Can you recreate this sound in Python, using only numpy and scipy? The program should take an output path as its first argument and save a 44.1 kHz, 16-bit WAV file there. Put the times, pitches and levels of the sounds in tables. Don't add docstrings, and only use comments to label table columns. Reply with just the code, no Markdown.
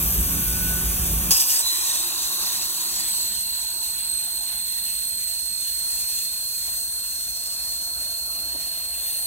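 import sys
import numpy as np
from scipy import signal
from scipy.fft import rfft, irfft, next_fast_len
from scipy.io import wavfile
from scipy.ndimage import uniform_filter1d

SR = 44100
rng = np.random.default_rng(int(sys.argv[2]) if len(sys.argv) > 2 else 0)


def generate_wav(signal):
    frames = np.transpose(np.atleast_2d(signal))
    scaled = np.clip(frames, -1, 1) * 32767
    pcm = np.round(scaled).astype(np.int16)
    wavfile.write(sys.argv[1], SR, pcm)


N = 408366
STRIKE_S = 1.307


def gain_of(db):
    return 10 ** (np.asarray(db) / 20)


def evened(x):
    return x / np.sqrt(np.mean(x ** 2) + 1e-20)


def read(points, hz):
    f, value = np.transpose(points)
    return np.interp(np.log(hz + 1), np.log(f + 1), value)


def follow(rows):
    s, *columns = np.transpose(rows)
    t = np.arange(N) / SR
    inside = 1.0 * ((t >= s[0]) & (t <= s[-1]))
    on = uniform_filter1d(inside, size=44, mode="nearest")
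    return [np.interp(t, s, c) for c in columns] + [on]


def drift(hz):
    low_pass = signal.butter(2, hz, fs=SR / 32, output="sos")
    coarse = signal.sosfilt(low_pass, rng.standard_normal(N // 32 + 1500))
    coarse = coarse[-N // 32 - 1:]
    return evened(np.interp(np.arange(N) / 32, np.arange(len(coarse)), coarse))


def resonate(x, hz, width):
    turn = np.exp(2j * np.pi * np.cumsum(hz * np.ones(x.shape[-1])) / SR)
    r = np.exp(-np.pi * width / SR)
    smooth = signal.lfilter([1], [1, -2 * r, r * r], x * turn.conj())
    return evened((turn * smooth).real)


def noise(colour, patchy_db):
    frames, hz = N // 512 + 4, np.fft.rfftfreq(1024, 1 / SR)
    a, b, c, d, patches = rng.standard_normal((frames, 513, 5), dtype=np.float32).T
    patches = uniform_filter1d(patches, size=7, axis=0)
    patches = evened(uniform_filter1d(patches, size=8, axis=1))
    bins = np.array([a + 1j * b, c + 1j * d])
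    bins = bins * gain_of(read(colour, hz)[:, None] + patchy_db * patches)
    window = np.sqrt(signal.windows.hann(1024, sym=False))
    sound = signal.istft(bins, window=window, nperseg=1024, noverlap=512)[1]
    return evened(sound[:, :N])


def shop():
    # (dB per Hz, relative)
    rumble_colour = [(20, -50), (36, -11.5), (48, 0.5), (62, -19), (90, -15), (140, -15.5), (300, -21),
                     (420, -29.5), (1000, -32), (2500, -32.5), (6000, -53)]
    # pitch_hz, width_hz, level_db (over the rumble)
    drones = [(53.7, 12.7, -3), (59.3, 8.9, -3.5), (85, 11.4, -10.5), (205.8, 18.4, -13.5)]
    # pitch_hz, level_db (rms over the rumble, before the strike)
    steady_hums = [(59.2, -6), (118.4, -19), (172.6, -11)]
    # multiple, peak_db (over the rumble's rms)
    motor_lines = [(1, -19.5), (2, -26), (3, -28.5)]
    # time_s, peak_db
    whine_curve = [(0, -77), (.3, -47), (.75, -34.5), (.99, -55), (1.3, -55), (1.36, -57.5), (9.3, -68)]
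    # start_s, end_s, level_db
    thin_hums = [(2.2, 3.5, -59), (4.2, 5.15, -64)]
    # time_s, level_db
    broad_curve = [(1.35, -53), (3.3, -56), (3.5, -62), (5.2, -66), (9.26, -64.5)]
    motor_hz, thin_hz, broad_hz, thin_edge_s = 372.6, 198.5, 345, 0.13
    shop_db, sunk_db, sink_s, sink_on_db_per_s = -30, -54.5, 0.075, -0.05
    hums_sink_db = -5

    t = np.arange(N) / SR
    sunk = np.clip((t - STRIKE_S) / sink_s, 0, 1)
    level_db = shop_db + sunk * (sunk_db - shop_db + sink_on_db_per_s * (t - STRIKE_S))
    sound, air = noise(rumble_colour, 1.6), rng.standard_normal(N)
    for hz, width, db in drones:
        sound += gain_of(db) * resonate(air, hz, width)
    for hz, db in steady_hums:
        hum_db = db + 3 + hums_sink_db * sunk + 1.8 * drift(6.0)
        sound += gain_of(hum_db) * np.sin(2 * np.pi * hz * t + 0.4 * drift(8.0))
    turns = np.cumsum(motor_hz * (1 + 0.003 * drift(6.0))) / SR
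    for k, db in motor_lines:
        line = np.sin(2 * np.pi * round(k) * turns + 0.7 * drift(9.0))
        sound += gain_of(db + 3.0 * drift(7.0)) * line
    whine = gain_of(follow(whine_curve)[0]) * np.sin(2 * np.pi * 4 * turns)
    thin = 0
    for a, b, db in thin_hums:
        thin = thin + gain_of(db) * np.clip(np.minimum(t - a, b - t) / thin_edge_s, 0, 1)
    broad_db, on = follow(broad_curve)
    passing = thin * resonate(air, thin_hz, 9.4)
    passing += on * gain_of(broad_db) * resonate(air, broad_hz, 39.0)
    return gain_of(level_db) * sound + whine + passing


def gas():
    # (dB per Hz, relative)
    gas_colour = [(1500, -22), (2500, -16), (3800, -13), (5300, -13), (6000, -8), (7500, -8), (8400, -4),
                  (11300, -7), (11900, -1), (12400, -3), (13600, -3), (14800, -.5), (15400, -5),
                  (16000, -5)]
    gas_db, ring_hz, ring_width_hz = -22.5, 12900, 420
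    ring_over_hiss_db, hold_s, fade_db_per_s = -4, 0.14, 28

    t = np.arange(N) / SR
    hiss = noise(gas_colour, 1.3)
    ring = resonate(rng.standard_normal((2, N)), ring_hz, ring_width_hz)
    ring_db = ring_over_hiss_db - fade_db_per_s * np.maximum(t - hold_s, 0)
    return (t < STRIKE_S) * gain_of(gas_db) * (hiss + gain_of(ring_db) * ring)


def crackle():
    sparks_per_s, start_db, fade_db_per_s = 650, -18, 62
    age = np.arange(SR // 2) / SR
    draw, size = rng.random((2, len(age))), rng.standard_normal((2, len(age)))
    sparks = (draw < sparks_per_s / SR) * size * gain_of(start_db - fade_db_per_s * age)
    high_pass = signal.butter(2, 4800, "high", fs=SR, output="sos")
    out = np.zeros((2, N))
    out[:, round(STRIKE_S * SR):][:, :len(age)] = signal.sosfilt(high_pass, sparks)
    return out


def bursts():
    # start_s, level_db (before the decay), centre_hz, width_hz, t60_s (time to fall 60 dB)
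    puffs = [(1.3057, -19.5, 6060, 3980, 0.36), (1.396, -21, 5630, 2500, 0.16),
             (1.495, -23, 5650, 2500, 0.25), (1.308, -27, 2820, 500, 0.12), (1.418, -30, 2850, 500, 0.13),
             (1.49, -33, 2970, 500, 0.13), (1.591, -11, 8470, 600, 0.03), (1.606, -20, 8300, 1200, 0.06),
             (1.308, -37, 380, 200, 0.12), (1.375, -27, 6000, 3000, 0.2), (1.308, -42, 1070, 200, 0.13),
             (1.31, -19.5, 5060, 500, 0.5), (1.56, -25, 4900, 400, 0.2), (1.35, -33, 2840, 500, 0.24),
             (1.435, -27, 5800, 2500, 0.2), (1.865, -27, 8200, 3000, 0.037),
             (1.886, -28, 8200, 3000, 0.046), (8.39, -52, 290, 120, 0.25), (8.45, -50, 300, 150, 0.2),
             (8.535, -47, 300, 110, 0.3), (8.546, -41.5, 600, 345, 0.12), (8.546, -48, 950, 150, 0.15),
             (8.59, -48, 700, 150, 0.15)]
    age, out = np.arange(SR // 4) / SR, np.zeros((2, N))
    for s, db, hz, width, t60 in puffs:
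        shape = (1 - np.exp(-age / 0.00092)) * gain_of(db - 60 * age / t60)
        puff = resonate(rng.standard_normal((2, len(age))), hz, width)
        out[:, round(s * SR):][:, :len(age)] += shape * puff
    return out


def nozzle():
    # time_s, level_db
    ring_curve = [(1.31, -42), (1.46, -47), (1.6, -41), (2.0, -33), (2.1, -58), (2.9, -50), (3.1, -27.5),
                  (3.35, -39), (9.26, -42)]
    level_db, on = follow(ring_curve)
    return on * gain_of(level_db) * resonate(rng.standard_normal((2, N)), 8280, 430.0)


def jet():
    # time_s, level_db
    jet_curve = [(1.307, -14.5), (1.328, -16), (1.386, -21), (1.4, -18), (1.426, -17), (1.437, -22),
                 (1.456, -23.5), (1.48, -20.5), (1.497, -19), (1.566, -19.5), (1.6, -22), (1.63, -25),
                 (1.82, -25), (1.87, -25), (2.045, -24.5), (2.1, -27), (2.6, -27), (2.95, -29),
                 (3.075, -27), (3.45, -30.5), (4.2, -30.5), (4.9, -29.5), (5.5, -31.5), (6.1, -28),
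                 (6.8, -30.5), (7.1, -32), (8.85, -32), (9.08, -29), (9.26, -29)]
    # time_s, body_db, rasp_db (both over the fizz)
    blend_curve = [(1.31, -6.5, -18.5), (1.7, -2.5, -9.5), (3, -2.5, -9), (3.3, -4.5, -11), (4.6, -10, -11),
                   (5.6, -5, -12), (6.5, -6.5, -14.5), (7.5, -3.5, -12.5), (8.3, -6.5, -14),
                   (8.65, -7, -8.5), (9.26, -11, -12)]
    # time_s, level_db, centre_hz (of the kerf's ring)
    roar_curve = [(1.31, -43, 970), (1.4, -48.5, 980), (2.45, -46.5, 1035), (3.2, -50.5, 961),
                  (3.45, -58.5, 930), (3.6, -50.5, 905), (4.1, -53.5, 845), (4.45, -53.5, 858),
                  (5.3, -59, 835), (5.7, -60.5, 830), (5.85, -52, 847), (6.2, -57.5, 850),
                  (6.7, -54.5, 781), (7.5, -54, 645), (7.7, -53.5, 677), (8.6, -52, 708),
                  (9.26, -53.5, 700)]
    # time_s, level_db (over the roar)
    kerf_curve = [(1.31, 2), (7.2, -9.5), (7.7, -6), (9.26, -2)]
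    # (dB per Hz, relative)
    fizz_colour, body_colour = [(5000, -30), (8000, -6), (9400, -4), (10100, -7), (10800, -4), (11800, -3),
                                (12600, 0), (13500, -2), (14500, -3.5), (16000, -5.5)], [(3300, -25), (4000, -12), (4350, -10), (4750, -3),
                                              (5300, -5.5), (6000, -4), (6500, -1), (7200, -3), (7800, -1),
                                              (8400, 2), (9300, -4), (11000, -20)]
    rasp_colour, roar_colour = [(1300, -19.5), (1900, 5.5), (2300, -1.5), (2700, 5), (3100, 0.5),
                                (3500, 6.5), (3700, 7.5), (3900, 4), (4300, 6), (5000, -4.5)], [(200, -4.5), (330, -1), (450, -18), (650, 5.5), (1100, 1),
                                              (1300, 0), (1700, 1), (2200, -20)]

    level_db, on = follow(jet_curve)
    body_db, rasp_db, _ = follow(blend_curve)
    roar_db, kerf_hz, _ = follow(roar_curve)
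    kerf_db, _ = follow(kerf_curve)
    flutter = drift(25.0)
    body, rasp = noise(body_colour, 2.0), noise(rasp_colour, 2.0)
    # body, rasp and roar each swell slowly on their own, in dB
    body_swell, rasp_swell, roar_swell = [1.1 * drift(4.0) for _ in range(3)]
    hiss = noise(fizz_colour, 2.05)
    hiss = hiss + gain_of(body_db + body_swell) * body + gain_of(rasp_db + rasp_swell) * rasp
    kerf = resonate(rng.standard_normal((2, N)), kerf_hz, 310.0)
    roar = noise(roar_colour, 2.2) + gain_of(kerf_db) * kerf
    hiss_gain = gain_of(level_db + 0.83 * flutter)
    roar_gain = gain_of(roar_db + roar_swell + 0.18 * flutter)
    return on * (hiss_gain * hiss + roar_gain * roar)


def scattered(z, lag, t60):
    # time_s, level_db (over the unblurred tone)
    blur_curve = [(0, -14), (1.8, -14), (2, -4), (3, -3), (3.8, -4), (4.4, -9), (5.5, -12), (9.26, -13)]
    shimmer_rad = 0.9
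    t = np.arange(round(t60 * SR)) / SR
    taps = rng.standard_normal((2, SR))[:, :len(t)] * gain_of(-60 * t / t60)
    paths = np.array([z, z * np.exp(1j * (lag + shimmer_rad * drift(30.0)))]).imag
    blur = signal.oaconvolve(paths, taps / np.linalg.norm(taps[0]), axes=1)[:, :N]
    share = gain_of(follow(blur_curve)[0])
    return (paths + share * blur) / np.hypot(1, share)


def squeal():
    # time_s, first_db, second_db (peak levels of the first two multiples)
    tone_curve = [(1.6, -44, -29), (1.635, -28, -36), (1.675, -20.5, -39), (1.75, -28, -29),
                  (1.79, -33, -31), (1.88, -29, -46), (2.03, -29.5, -48), (2.13, -29.5, -52),
                  (2.45, -28, -46), (2.62, -30, -34), (3.05, -30, -32), (3.2, -27.5, -30),
                  (3.37, -30.5, -31), (3.5, -29, -31), (4.03, -31, -30.5), (4.12, -29.5, -24.5),
                  (4.3, -31.5, -30.5), (5.0, -31, -29.5), (5.6, -30.5, -30), (5.9, -31, -26.5),
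                  (6.5, -31.5, -34.5), (6.8, -32.5, -27.5), (7.4, -33, -33), (7.7, -30.5, -31),
                  (8.4, -30, -34), (9, -32, -31), (9.26, -31, -25.5)]
    # time_s, depth_percent
    depth_curve = [(1.6, .28), (1.78, .5), (1.9, 4.5), (2.1, 6), (2.9, 6), (3.2, 5), (3.37, 2.5), (3.5, 4),
                   (4.03, 3.4), (4.12, 1.4), (4.3, 2.2), (5, 1.8), (5.6, 1.3), (5.9, .8), (6.5, .75),
                   (6.8, 1.2), (7.4, .85), (7.7, 1.05), (9.26, 1)]
    # time_s, pitch_hz
    pitch_curve = [(1.6, 4040), (1.64, 4022), (1.8, 4022), (2.1, 4130), (2.9, 4150), (3.7, 4200),
                   (4.2, 4190), (4.6, 4205), (5.8, 4225), (6.6, 4232), (7.5, 4250), (9.26, 4265)]
    # time_s, level_db (against the tone)
    hoarse_curve = [(1.6, -18), (1.8, -16), (2, -11), (3, -10), (3.5, -10), (4.4, -13), (5.8, -14),
                    (6.3, -12), (7.2, -12), (9.26, -13)]
    # time_s, favour_db
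    first_favour, second_favour = [(1.6, -3), (2.5, -2.5), (2.8, 1.5), (9.26, 1.5)], [(1.6, -4), (4, -4), (4.3, -2.5), (7.5, -2.5), (8.4, 1.5),
                                                   (9.26, 1.5)]
    # time_s, phase_rad
    lag_curve = [(1.6, 1.3), (1.85, 1.3), (2.1, 3.5), (4, 3.6), (4.6, 2.8), (6.5, 2.9), (7.5, 2.3),
                 (9.26, 1.9)]
    warble_per_s, warble_wander, dwell, lopsided = 48, 0.05, 2.6, 0.15
    hoarse_hz, third_under_first_db, upper_lag_rad = 300, -11.5, 1.2

    first_db, second_db, on = follow(tone_curve)
    depth = follow(depth_curve)[0]
    angle = 2 * np.pi * np.cumsum(warble_per_s * (1 + warble_wander * drift(15.0))) / SR
    cycle = np.sin(angle + lopsided * np.clip(depth / 3, 0, 1) * np.sin(angle + 1))
    warble = np.tanh(dwell * cycle) / np.tanh(dwell)
    swing = depth / 100 * np.maximum(1 + 0.12 * drift(30.0), 0) * warble
    wander = 0.0012 * np.clip(depth - 0.3, 0, 1) * drift(9.75)
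    jitter = 0.0065 * drift(217.0)
    turns = np.cumsum(follow(pitch_curve)[0] * (1 + swing + jitter + wander)) / SR

    hoarse = gain_of(follow(hoarse_curve)[0])
    turbulence = (drift(hoarse_hz) + 1j * drift(hoarse_hz)) / np.sqrt(2)
    rough = (1 + hoarse * turbulence) / np.hypot(1, hoarse)
    uneven_db = follow(first_favour)[0] * warble * np.clip(depth / 4, 0, 1) ** 2
    first_gain = gain_of(first_db + uneven_db + 0.68 * drift(110.0))
    first = rough * first_gain * np.exp(2j * np.pi * turns)
    second_gain = gain_of(second_db + follow(second_favour)[0] * warble + 1.5 * drift(170.0))
    second = second_gain * np.exp(4j * np.pi * turns)
    third_gain = gain_of(first_db + third_under_first_db + 2.8 * drift(90.0))
    third = third_gain * np.exp(6j * np.pi * turns)
    lower = scattered(on * first, follow(lag_curve)[0], 0.22)
    return lower, scattered(on * (second + third), upper_lag_rad, 0.14)


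def echoes(paths):
    # delay_ms, level_db
    returns = [(1.9, -23), (2.6, -45), (4.3, -26.5), (7.1, -12)]
    out = paths.copy()
    for ms, db in returns:
        late = round(ms * SR / 1000)
        out[:, late:] += gain_of(db) * paths[:, :-late]
    return out


def ports(paths):
    # hz, phase_rad
    lead_curve = [(0, 0), (1000, .8), (1400, .3), (2100, 3.1), (2500, 6.2), (3500, 6.5), (3900, 8.9),
                  (4400, 8.9), (5400, 9.7), (6300, 12.3), (7000, 9.6), (8000, 12.4), (8700, 9.1),
                  (10200, 6.3), (15150, -3.1), (16000, -5.5)]
    # hz, likeness (0-1)
    alike_curve = [(60, .985), (140, .9), (330, .78), (600, .7), (1000, .6), (1500, .45), (2100, .9),
                   (3000, .45), (3600, .85), (4200, .72), (5000, .98), (6000, .5), (8400, .45),
                   (10200, .97), (11000, .8), (11800, .99), (12600, .85), (13500, .99), (14300, .8),
                   (15150, .99)]
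    # hz, level_db
    lean_curve = [(60, -2.5), (250, -3), (600, 3.5), (1200, 3), (1800, -0.5), (3500, 0.5), (4200, -1.5),
                  (5000, 4), (6000, -4.5), (6600, 0), (7300, -0.5), (8400, -3.5), (10000, 0), (15000, -0.5)]
    size = next_fast_len(N + 4096)
    hz = np.fft.rfftfreq(size, 1 / SR)
    direct, other = rfft(paths, size)
    alike = np.clip(read(alike_curve, hz), 0, 1)
    lean = gain_of(read(lean_curve, hz) / 2)
    lead = np.exp(1j * np.interp(hz, *np.transpose(lead_curve)))
    left = alike * direct * lead + np.sqrt(1 - alike ** 2) * other
    return irfft(np.array([left * lean, direct / lean]), size)[:, :N]


def beamed(paths, beam):
    lean = gain_of(follow(beam)[0] / 2)
    return ports(paths) * np.array([lean, 1 / lean])


def scene():
    # time_s, lean_db (left minus right, beyond the ports)
    first_beam, upper_beam = [(1.6, -1.5), (1.9, -2), (2.1, -3.5), (2.9, -4), (3.4, -4.5), (5.6, -7.5),
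                              (7.4, -6.5), (9.26, -4.5)], [(1.6, -3), (3.3, 1), (4, 0.5), (5.6, -4), (6.1, 7.5),
                                                  (9.26, 3.5)]
    first, upper = squeal()
    noises = shop() + gas() + jet() + nozzle() + bursts() + crackle()
    return ports(echoes(noises)) + beamed(first, first_beam) + beamed(upper, upper_beam)


def record(dry):
    bass_hz, edge_hz = 45, 15790
    high_pass = signal.butter(4, bass_hz, "high", fs=SR, output="sos")
    thinned = signal.sosfilt(high_pass, dry)
    band_limit = signal.firwin(2047, edge_hz, window=("kaiser", 9), fs=SR)
    return signal.oaconvolve(thinned, band_limit[None], "same")


dry = scene()
out = record(dry)
generate_wav(out)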